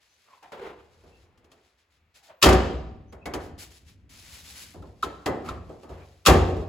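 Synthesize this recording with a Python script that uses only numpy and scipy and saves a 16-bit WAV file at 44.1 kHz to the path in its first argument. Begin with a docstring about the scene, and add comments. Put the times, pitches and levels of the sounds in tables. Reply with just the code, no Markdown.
"""Under a tin-roofed carport a car's steel bonnet is lowered on scraping hinges and dropped shut.
Feet shuffle, the catch is released, and the bonnet is lifted and slammed again.
Each slam: the latch crashes, then the panel lands on its stops and booms over the engine bay.
Metal is decaying sines plus noise dying by frequency; scrapes are blurred sines with noise;
hum, air and rubbing are shaped noise; fading noise tails make the echoes."""
import sys
import numpy as np
from scipy import signal
from scipy.fft import rfft, irfft, next_fast_len
from scipy.io import wavfile
from scipy.ndimage import map_coordinates

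SR = 44100
rng = np.random.default_rng(int(sys.argv[2]) if len(sys.argv) > 2 else 0)


def transcribe(signal):
    """Save signal, clipped to [-1, 1], as a 16-bit WAV file at the path in sys.argv[1]."""
    frames = np.atleast_2d(signal).T
    limited = np.clip(frames, -1, 1)
    pcm = np.round(limited * 32767).astype(np.int16)
    wavfile.write(sys.argv[1], SR, pcm)


N = 294923  # samples


def amp(db):
    """Decibels to gain."""
    return 10 ** (np.asarray(db) / 20)


def unit(x):
    """Scale to rms 1."""
    return x / np.sqrt(np.mean(x ** 2) + 1e-20)


def along(points, hz):
    """Interpolate (freq_hz, value) points on a log frequency axis."""
    point_hz, value = np.transpose(points)
    return np.interp(np.log(hz + 1), np.log(point_hz + 1), value)


def wobble(knots_per_s):
    """Smooth random curve through normally distributed knots."""
    knots = rng.standard_normal(8192)
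    return map_coordinates(knots, [np.arange(N) * knots_per_s / SR], mode="wrap")


def filtered(x, response):
    """Multiply the spectrum of x by a response of frequency in Hz."""
    size = x.shape[-1]
    padded = next_fast_len(size + 8192)
    spectrum = rfft(x, padded) * response(np.fft.rfftfreq(padded, 1 / SR))
    return irfft(spectrum, padded)[..., :size]


def add(track, start_s, sound):
    """Mix a sound in at start_s."""
    i = round(start_s * SR)
    track[:, i:i + sound.shape[-1]] += sound[..., :N - i]


# left-right likeness of noise: freq_hz, correlation
LIKENESS = [(100, 0.94), (300, .94), (600, 0.65), (1500, 0.39), (4000, .65), (5700, 0.092), (7000, 1),
            (15000, .94)]


def noise(spectrum, size):
    """Coloured stereo noise of rms 1; left and right are alike by frequency."""
    def mid_side(hz):
        angle = np.arccos(np.clip(along(LIKENESS, hz), 0, .999)) / 2
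        return amp(along(spectrum, hz)) * [np.cos(angle), np.sin(angle)]

    mid, side = filtered(rng.standard_normal((2, size)), mid_side)
    return unit(np.array([mid + side, mid - side]))


def crowd(spectrum, t60, attack_s, size):
    """Crowded modes as noise, each frequency dying at its own speed."""
    hz, t, bins = signal.stft(noise(spectrum, size), SR, nperseg=256)
    decay = amp(-60 * t / along(t60, hz)[:, None])
    dying = signal.istft(bins * decay, SR, nperseg=256)[1][:, :size]
    return dying * (1 - np.exp(-np.arange(size) / SR / attack_s))


def ring(modes, attack_s, scatter_db, loose, size):
    """Separate decaying modes, strengths redrawn each time; loose scatters starting phases."""
    t = np.arange(size, dtype=np.float32) / SR
    hz, db, t60_s = np.float32(modes).T[:, :, None]
    strength, phase = np.float32(rng.standard_normal((2, len(modes), 1)))
    decay = np.exp(-t / t60_s * float(np.log(1000)))
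    waves = decay * np.sin(2 * np.pi * hz * t + loose * phase)
    return np.sum(amp(db + scatter_db * strength) * waves, 0) * (1 - np.exp(-(t / attack_s) ** 2))


def strokes(rows, release_db_per_s):
    """Gain over time of strokes that rise, hold and die away; overlaps add as power."""
    power = np.zeros((1, N))
    for start_s, rise_s, length_s, level_db, *_ in rows:
        age_s = np.arange(round((length_s + 1) * SR)) / SR
        release_db = release_db_per_s * np.maximum(age_s - length_s, 0)
        gain = amp(level_db - release_db) * (1 - np.exp(-age_s / rise_s))
        add(power, max(start_s, 0), gain ** 2)
    return np.sqrt(power[0])


# hand loads and flexes the bonnet: start_s, rise_s, length_s, level_db
FLEXES = [(.55, .1, 0.86, -63), (1.9, 0.057, 0.16, -72), (3.2, .1, 0.315, -45.5), (3.8, 0.017, 1.27, -55),
          (4.74, 0.025, 0.067, -44.5), (5.25, .02, 0.055, -41), (5.44, 0.022, 0.084, -35)]
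# bonnet hum spectrum: freq_hz, relative_db_per_hz
HUM = [(20, -13.5), (42, -15), (63, -3), (90, -4.5), (125, -16), (250, -18.5), (500, -33), (2000, -83.5)]
# outdoor air spectrum: freq_hz, relative_db_per_hz
AIR = [(20, -8.5), (150, -12), (400, -0.5), (2500, -1), (6000, -23.5), (16000, -27.5)]
# faint, distant whistles: start_s, length_s, pitch_hz, level_db
WHISTLES = [(.05, 0.15, 6080, -72), (1.09, 0.12, 2660, -66), (3.073, 0.068, 6100, -70),
            (3.2, 0.068, 2580, -60.5), (5.984, 0.083, 2390, -62.5)]
FLEX_RELEASE_DB_PER_S, HUM_REST_DB, AIR_DB = 74.5, -79.5, -74.5
AFTER_SLAM_RISE_S, AFTER_SLAM_S, AFTER_SLAM_RE_BOOM_DB = .1, 0.586, -31.5


def background():
    """Bonnet hum, rising with flexing and slams, over still outdoor air and distant whistles."""
    shaken = [(start_s, AFTER_SLAM_RISE_S, AFTER_SLAM_S, boom_db + AFTER_SLAM_RE_BOOM_DB)
              for start_s, _, _, boom_db, *_ in SLAMS]
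    flex = strokes(FLEXES + shaken, FLEX_RELEASE_DB_PER_S) + amp(HUM_REST_DB)
    out = flex * noise(HUM, N) + amp(AIR_DB) * noise(AIR, N)
    for start_s, length_s, pitch_hz, level_db in WHISTLES:
        band = lambda hz: 1 / (1 + ((hz - pitch_hz) / 110) ** 4)
        blur = unit(filtered(rng.standard_normal((2, SR)), band))
        size = round(length_s * SR)
        add(out, start_s, amp(level_db) * blur[:, :size] * np.hanning(size))
    return out


# echo decay: freq_hz, t60_s
CARPORT_T60 = [(80, 0.99), (250, 0.8), (700, 0.79), (2000, 0.73), (5000, 0.68), (12000, .45)]
# share reflected by roof and walls: freq_hz, relative_db
WALLS = [(50, -2), (300, -1), (1000, -0.5), (3000, -1.5), (7000, -4), (16000, -13)]


def carport(x):
    """Roof and walls answer with swelling, dying noise, redrawn for each overlapping 1 s piece."""
    out = np.zeros((2, N))
    step = SR // 2
    fade = signal.get_window("hann", 2 * step)
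    for start in range(0, N, step):
        tail = crowd(WALLS, CARPORT_T60, attack_s=0.012, size=SR)
        piece = x[:, start:start + 2 * step].mean(0)[None] * fade[:N - start]
        echo = signal.fftconvolve(piece, tail / np.linalg.norm(tail[0]), axes=1)
        add(out, start / SR, echo)
    return out


# strokes of soles and clothes: start_s, rise_s, length_s, level_db
STEPS = [(0, 0.012, .65, -68), (.7, 0.0502, .55, -72.5), (1.5, .01, .2, -72), (1.775, 0.0062, .025, -71.5),
         (1.9, 0.011, .03, -65), (2.14, .015, .035, -58), (2.225, .012, .03, -56), (3.39, .02, .07, -53),
         (3.577, 0.013, .055, -43.5), (3.7, 0.016, .08, -52), (3.84, .02, .07, -59.5),
         (4.092, .003, 0.65, -52), (4.2, 0.53, .43, -42), (4.78, 0.016, 1.1, -68.5),
         (5.44, .02, 0.035, -51.5), (5.885, 0.0076, 0.92, -65.5)]
# rubbing spectrum: freq_hz, relative_db_per_hz
RUB = [(100, -14), (500, -3.5), (1100, -2), (2200, 3), (4800, 3), (7000, 0), (11000, -2.5), (15500, -11),
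       (17000, -30.5)]
STEP_RELEASE_DB_PER_S, STILL_DB = 278.5, -82.5  # stroke decay; rustle between strokes


def shuffle():
    """Soles and cloth rub with a fine, uneven grain; a harder rub is brighter."""
    effort_db = 20 * np.log10(strokes(STEPS, STEP_RELEASE_DB_PER_S) + amp(STILL_DB))
    rub = noise(RUB, N)
    dull = filtered(rub, lambda hz: 1 / (1 + (hz / 6500) ** 4))
    bright = amp(0.37 * (effort_db + 51.5)) * (rub - dull)
    grain = amp(1.2 * wobble(14) + 1.7 * wobble(35) + 1.4 * wobble(700))
    return amp(effort_db) * unit(grain) * (dull + bright)


# hinges and catch scrape: start_s, rise_s, length_s, level_db, starting_resonance_hz
SCRAPES = [(0.249, 0.092, .1, -52.5, 1202), (0.422, 0.0065, .03, -48.5, 870), (.519, .001, .02, -39, 529.5),
           (.56, 0.071, .13, -37.5, 490.3), (.76, .01, .04, -53, 450), (.85, .02, .75, -68, 559),
           (2.15, .04, .22, -66, 898), (2.286, .005, 0.017, -47.5, 660), (5.44, .025, 0.048, -38.5, 1300),
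           (5.896, 0.011, .13, -51.5, 581)]
SINK_SHARE, SINK_S = .26, .13  # final drop of the resonance; time constant


def sinking():
    """Resonance in Hz: starts anew with each scrape and sinks as the joint folds."""
    t = np.arange(N) / SR
    starts_s, *_, start_hz = np.transpose(SCRAPES)
    latest = np.maximum(np.searchsorted(starts_s, t) - 1, 0)
    age_s = np.maximum(t - starts_s[latest], 0)
    return start_hz[latest] * (1 - SINK_SHARE * (1 - np.exp(-age_s / SINK_S)))


def fuzz(width_hz):
    """Low-passed noise of rms 1 that blurs a sine."""
    return unit(filtered(rng.standard_normal(N), lambda hz: 1 / (1 + (hz / width_hz) ** 4)))


# scrape noise spectrum: freq_hz, relative_db_per_hz
SCRAPE = [(100, -10.5), (300, -8), (800, 3), (1600, -5), (3000, -11.5), (6000, -28), (16000, -37)]
SCRAPE_RELEASE_DB_PER_S = 259.5


def hinges():
    """Uneven slips drive noise, a resonance and its octave, which sink as the hinges fold."""
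    effort = strokes(SCRAPES, SCRAPE_RELEASE_DB_PER_S)
    phase = 2 * np.pi * np.cumsum(sinking()) / SR
    resonance = fuzz(width_hz=100) * np.sin(phase)
    octave = fuzz(width_hz=680) * np.sin(2 * phase)
    groan = unit(resonance + amp(-11) * octave)
    slips = amp(1.5 * wobble(130))
    return effort * unit(slips * (groan + amp(-1.5) * noise(SCRAPE, N)))


# sprung safety catch snaps: start_s, level_db
CATCH = [(4.825, -44), (5.029, -12), (5.489, -22), (6.2645, -8.5), (2.436, -9.5)]
# spring modes: freq_hz, relative_db, t60_s
SPRING = [(1040, -9.5, 0.086), (1214, -7.5, 0.031), (1305, 3.5, .035), (1480, -10, 0.019),
          (3590, -22, 0.075), (3930, -20.5, 0.062)]


def catch():
    """The spring of the catch gives a short, hollow clack of decaying modes."""
    out = np.zeros((2, N))
    for start_s, level_db in CATCH:
        clack = ring(SPRING, attack_s=.0015, scatter_db=.5, loose=.4, size=SR // 8)
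        add(out, start_s, amp(level_db) * clack)
    return out


# striker taps the hook: start_s, pitch_hz, level_db
PINGS = [(3.126, 2240, -58), (3.2565, 2200, -36), (5.259, 2008, -31.5)]
# hook modes: multiple_of_pitch, relative_db, t60_s
HOOK = [(.92, -2.5, .12), (1, -1.5, .14)]


def hook():
    """The loose hook pings in two close modes when the striker taps it."""
    out = np.zeros((2, N))
    for start_s, pitch_hz, level_db in PINGS:
        modes = np.array(HOOK) * [pitch_hz, 1, 1]
        ping = ring(modes, attack_s=.001, scatter_db=.5, loose=1, size=SR // 4)
        add(out, start_s, amp(level_db) * ping)
    return out


# low modes of the bonnet over the engine bay: freq_hz, relative_db, t60_s
BOOM = [(62, 2, 0.46), (68.36, -10.5, 0.8), (90.14, -5.5, 0.67), (140.4, -19.5, 0.89), (167.2, -11.5, .55)]


def boom(attack_s):
    """The whole bonnet heaves in low modes, much the same way at every blow."""
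    return ring(BOOM, attack_s, scatter_db=.5, loose=.2, size=SR)


# higher modes of the sheet steel: freq_hz, relative_db, t60_s
SHEET = [(244, -5, 0.22), (261.4, -8, 0.1), (277, -8, 0.35), (319, -3, 0.15), (366.6, 1.5, 0.44),
         (393, -0.5, 0.4), (471, -3, 0.4), (545, -9.5, 0.34), (621, -8, .45), (714.7, -8.5, 0.78),
         (764, -3.5, 0.57), (833, -11.5, 0.25), (990, -14.5, 0.28), (1052, -13, 0.38), (1084, -6, 0.24),
         (1164, -10.5, 0.27), (1178, -9.5, 0.29), (1270, -4.5, 0.32)]
# crowded panel modes: freq_hz, relative_db_per_hz
PANEL = [(40, -20), (120, -6.5), (230, -4), (360, 0), (520, -2), (750, -4), (1300, -11), (1800, -12),
         (3500, -26), (7000, -31), (16000, -51.5)]
# their decay: freq_hz, t60_s
PANEL_T60 = [(100, 0.5), (400, 0.48), (1200, 0.38), (4000, 0.41), (12000, .16)]


def panel(attack_s):
    """The sheet steel rings with a few strong modes among many crowded ones."""
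    modes = ring(SHEET, attack_s, scatter_db=1.5, loose=2, size=SR // 2)
    return crowd(PANEL, PANEL_T60, attack_s, size=SR // 2) + amp(-11.5) * modes


# striker and latch plate modes: freq_hz, relative_db, t60_s
STEEL = [(1184, 6, 0.18), (1792, -3.5, .12), (1886, -4.5, .16), (2036, -6, 0.13), (2200, -6, 0.13),
         (2383, -3.5, 0.15), (2564, 2.5, 0.12), (2655, -2, 0.069), (3214, -1, 0.31), (3573, -4.5, .1),
         (3870, -7.5, 0.053), (4280, -5, 0.11), (4760, -10.5, 0.12), (5000, -3.5, 0.12), (5500, -7.5, .09),
         (6720, -7, .09), (6860, -5, 0.12), (7095, -7.5, 0.12)]
# dense latch crash: freq_hz, relative_db_per_hz
LATCH = [(60, -12), (300, -8.5), (800, -6.5), (1250, 5.5), (1600, -4.5), (2150, -8), (2600, 3), (3500, 0.5),
         (5000, -0.5), (7000, -5), (11000, -8.5), (15000, -15), (17000, -27.5)]
# its decay: freq_hz, t60_s
LATCH_T60 = [(300, 0.15), (1500, 0.19), (4000, 0.13), (12000, 0.17)]


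def latch(attack_s):
    """The latch rings with steel modes in a dense crash."""
    modes = ring(STEEL, attack_s, scatter_db=1.5, loose=2, size=SR // 6)
    return crowd(LATCH, LATCH_T60, attack_s, size=SR // 6) + amp(-13.0) * modes


def softened(x, contact_hz):
    """A soft, long contact leaves the high modes quiet: low-pass."""
    sos = signal.butter(2, min(contact_hz, SR / 3), fs=SR, output="sos")
    return signal.sosfilt(sos, x)


# _DB: panel or boom level against the slam (shudder: both against its boom); _HARD_DB: click over panel
LOCK_S, LOCK_DB, LOCK_HARD_DB, LOCK_BOOM_DB = .0125, -5.5, 1.5, -15
REBOUND_GAP_S, REBOUND_DB, REBOUND_LOSS_DB, REBOUND_BOOM_DB = .039, -7.5, 5, -13
SHUDDER_S, SHUDDER_GAP_S, SHUDDER_DB = .22, .085, -17.5
SHUDDER_HARD_DB, SHUDDER_BOOM_DB = -27, -22


def aftermath():
    """Knock rows after each slam: latch locks, bonnet hops twice on its stops, sheet shudders softly."""
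    rows = []
    for start_s, _, panel_db, boom_db, _, rebound_s, hard_db in SLAMS:
        rows.append((start_s + LOCK_S, panel_db + LOCK_DB, LOCK_HARD_DB, boom_db + LOCK_BOOM_DB))
        for k in range(2):
            loss_db = k * REBOUND_LOSS_DB
            hop_s = start_s + rebound_s + k * REBOUND_GAP_S
            rows.append((hop_s, panel_db + REBOUND_DB - loss_db, hard_db,
                         boom_db + REBOUND_BOOM_DB - loss_db))
            shudder_s = start_s + SHUDDER_S + k * SHUDDER_GAP_S
            rows.append((shudder_s, boom_db + SHUDDER_DB - loss_db / 2, SHUDDER_HARD_DB,
                         boom_db + SHUDDER_BOOM_DB))
    return rows


# hand, catch and stops knock on the bonnet: start_s, panel_db, hardness_db (click over panel), boom_db
KNOCKS = [(.427, -65, 9, -85), (.519, -50.5, -1, -72), (1.036, -51.5, -15, -52), (1.375, -66, 2, -83),
          (1.443, -62.5, -0.5, -83), (1.516, -59.5, 5, -76), (3.124, -43, -10, -46),
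          (3.2561, -31.5, -6, -41), (3.3366, -29.5, -3, -35.5), (4.742, -44, -17, -47),
          (4.822, -44.5, -16, -44), (5.025, -45, 8, -68), (5.035, -33.5, -1.5, -39),
          (5.259, -22, -7.5, -38), (5.285, -26.5, -26, -57.5), (5.487, -37, -3.5, -41),
          (5.692, -37, -23.5, -59.5), (5.831, -44, -11.5, -63), (5.892, -40.5, -15.5, -35.5)]
CONTACT_HZ, HARD_DB_PER_OCTAVE = 2510, 12.5  # harder contact reaches higher panel modes


def knocks():
    """Lighter contacts and rebounds excite the same latch, panel and boom."""
    out = np.zeros((2, N))
    for start_s, panel_db, hard_db, boom_db in KNOCKS + aftermath():
        click = latch(attack_s=0.00086)
        click = click * np.exp(-np.arange(click.shape[1]) / SR / 0.039)
        contact_hz = CONTACT_HZ * 2 ** (min(hard_db, 2) / HARD_DB_PER_OCTAVE)
        add(out, start_s, amp(panel_db + hard_db) * click)
        add(out, start_s, amp(panel_db) * softened(panel(attack_s=0.0033), contact_hz))
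        add(out, start_s, amp(boom_db) * boom(attack_s=0.02))
    return out


# bonnet shuts: start_s, latch_db, panel_db, boom_db, landing_delay_s, rebound_delay_s, rebound_hardness_db
SLAMS = [(2.425, -10, -11, -13, .030, .063, -3.5), (6.2605, -11, -12, -8, .019, .074, -16)]


def slams():
    """The striker grazes the hook, crashes into the latch and shakes the panel, which then lands."""
    steel, body = np.zeros((2, 2, N))
    for start_s, latch_db, panel_db, boom_db, landing_s, *_ in SLAMS:
        add(steel, start_s - .010, amp(latch_db - 17.0) * latch(attack_s=0.0056))
        add(steel, start_s, amp(latch_db) * latch(attack_s=0.0015))
        add(body, start_s, amp(panel_db - 12) * panel(attack_s=0.0071))
        add(body, start_s + landing_s, amp(panel_db) * panel(attack_s=0.0026))
        add(body, start_s + landing_s, amp(boom_db) * boom(attack_s=0.012))
    rattle = unit(amp(1.8 * wobble(350)))  # loose parts chatter
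    return steel * rattle + body


def scene():
    """Car and person under the roof; the catch, close behind the grille, feeds the echoes less."""
    car = slams() + knocks() + hook() + hinges()
    clack = catch()
    echoes = amp(-13.0) * carport(car + amp(-6.5) * clack)
    return car + clack + echoes + shuffle() + background()


# level between left and right channels: freq_hz, left_minus_right_db
LEFT_DB = [(100, 1), (600, -0.8), (1200, 0.4), (2500, 2), (5000, 4.5), (6800, 0.4), (16000, 0)]
# phase between left and right channels: freq_hz, left_lead_rad
LEFT_LEAD = [(50, 0), (300, -.25), (800, .5), (1700, .1), (3200, .75), (5000, .2), (7300, 0), (9000, -3.14),
             (11100, -6.28), (13300, -9.42), (15000, -12.57)]
TOP_HZ = 15900


def record(dry):
    """The recorder's two channels differ in level and phase, shed deep bass and round off loud peaks."""
    side = np.array([[.5], [-.5]])
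    lean = signal.sosfilt(signal.butter(2, 38, "high", fs=SR, output="sos"), dry)

    def channels(hz):
        return amp(side * along(LEFT_DB, hz)) * np.exp(1j * side * along(LEFT_LEAD, hz))

    pair = filtered(lean, channels)
    rounded = pair / (1 + np.abs(pair / .95) ** 6) ** (1 / 6)
    return filtered(rounded, lambda hz: hz < TOP_HZ)


dry = scene()
out = record(dry)
transcribe(out)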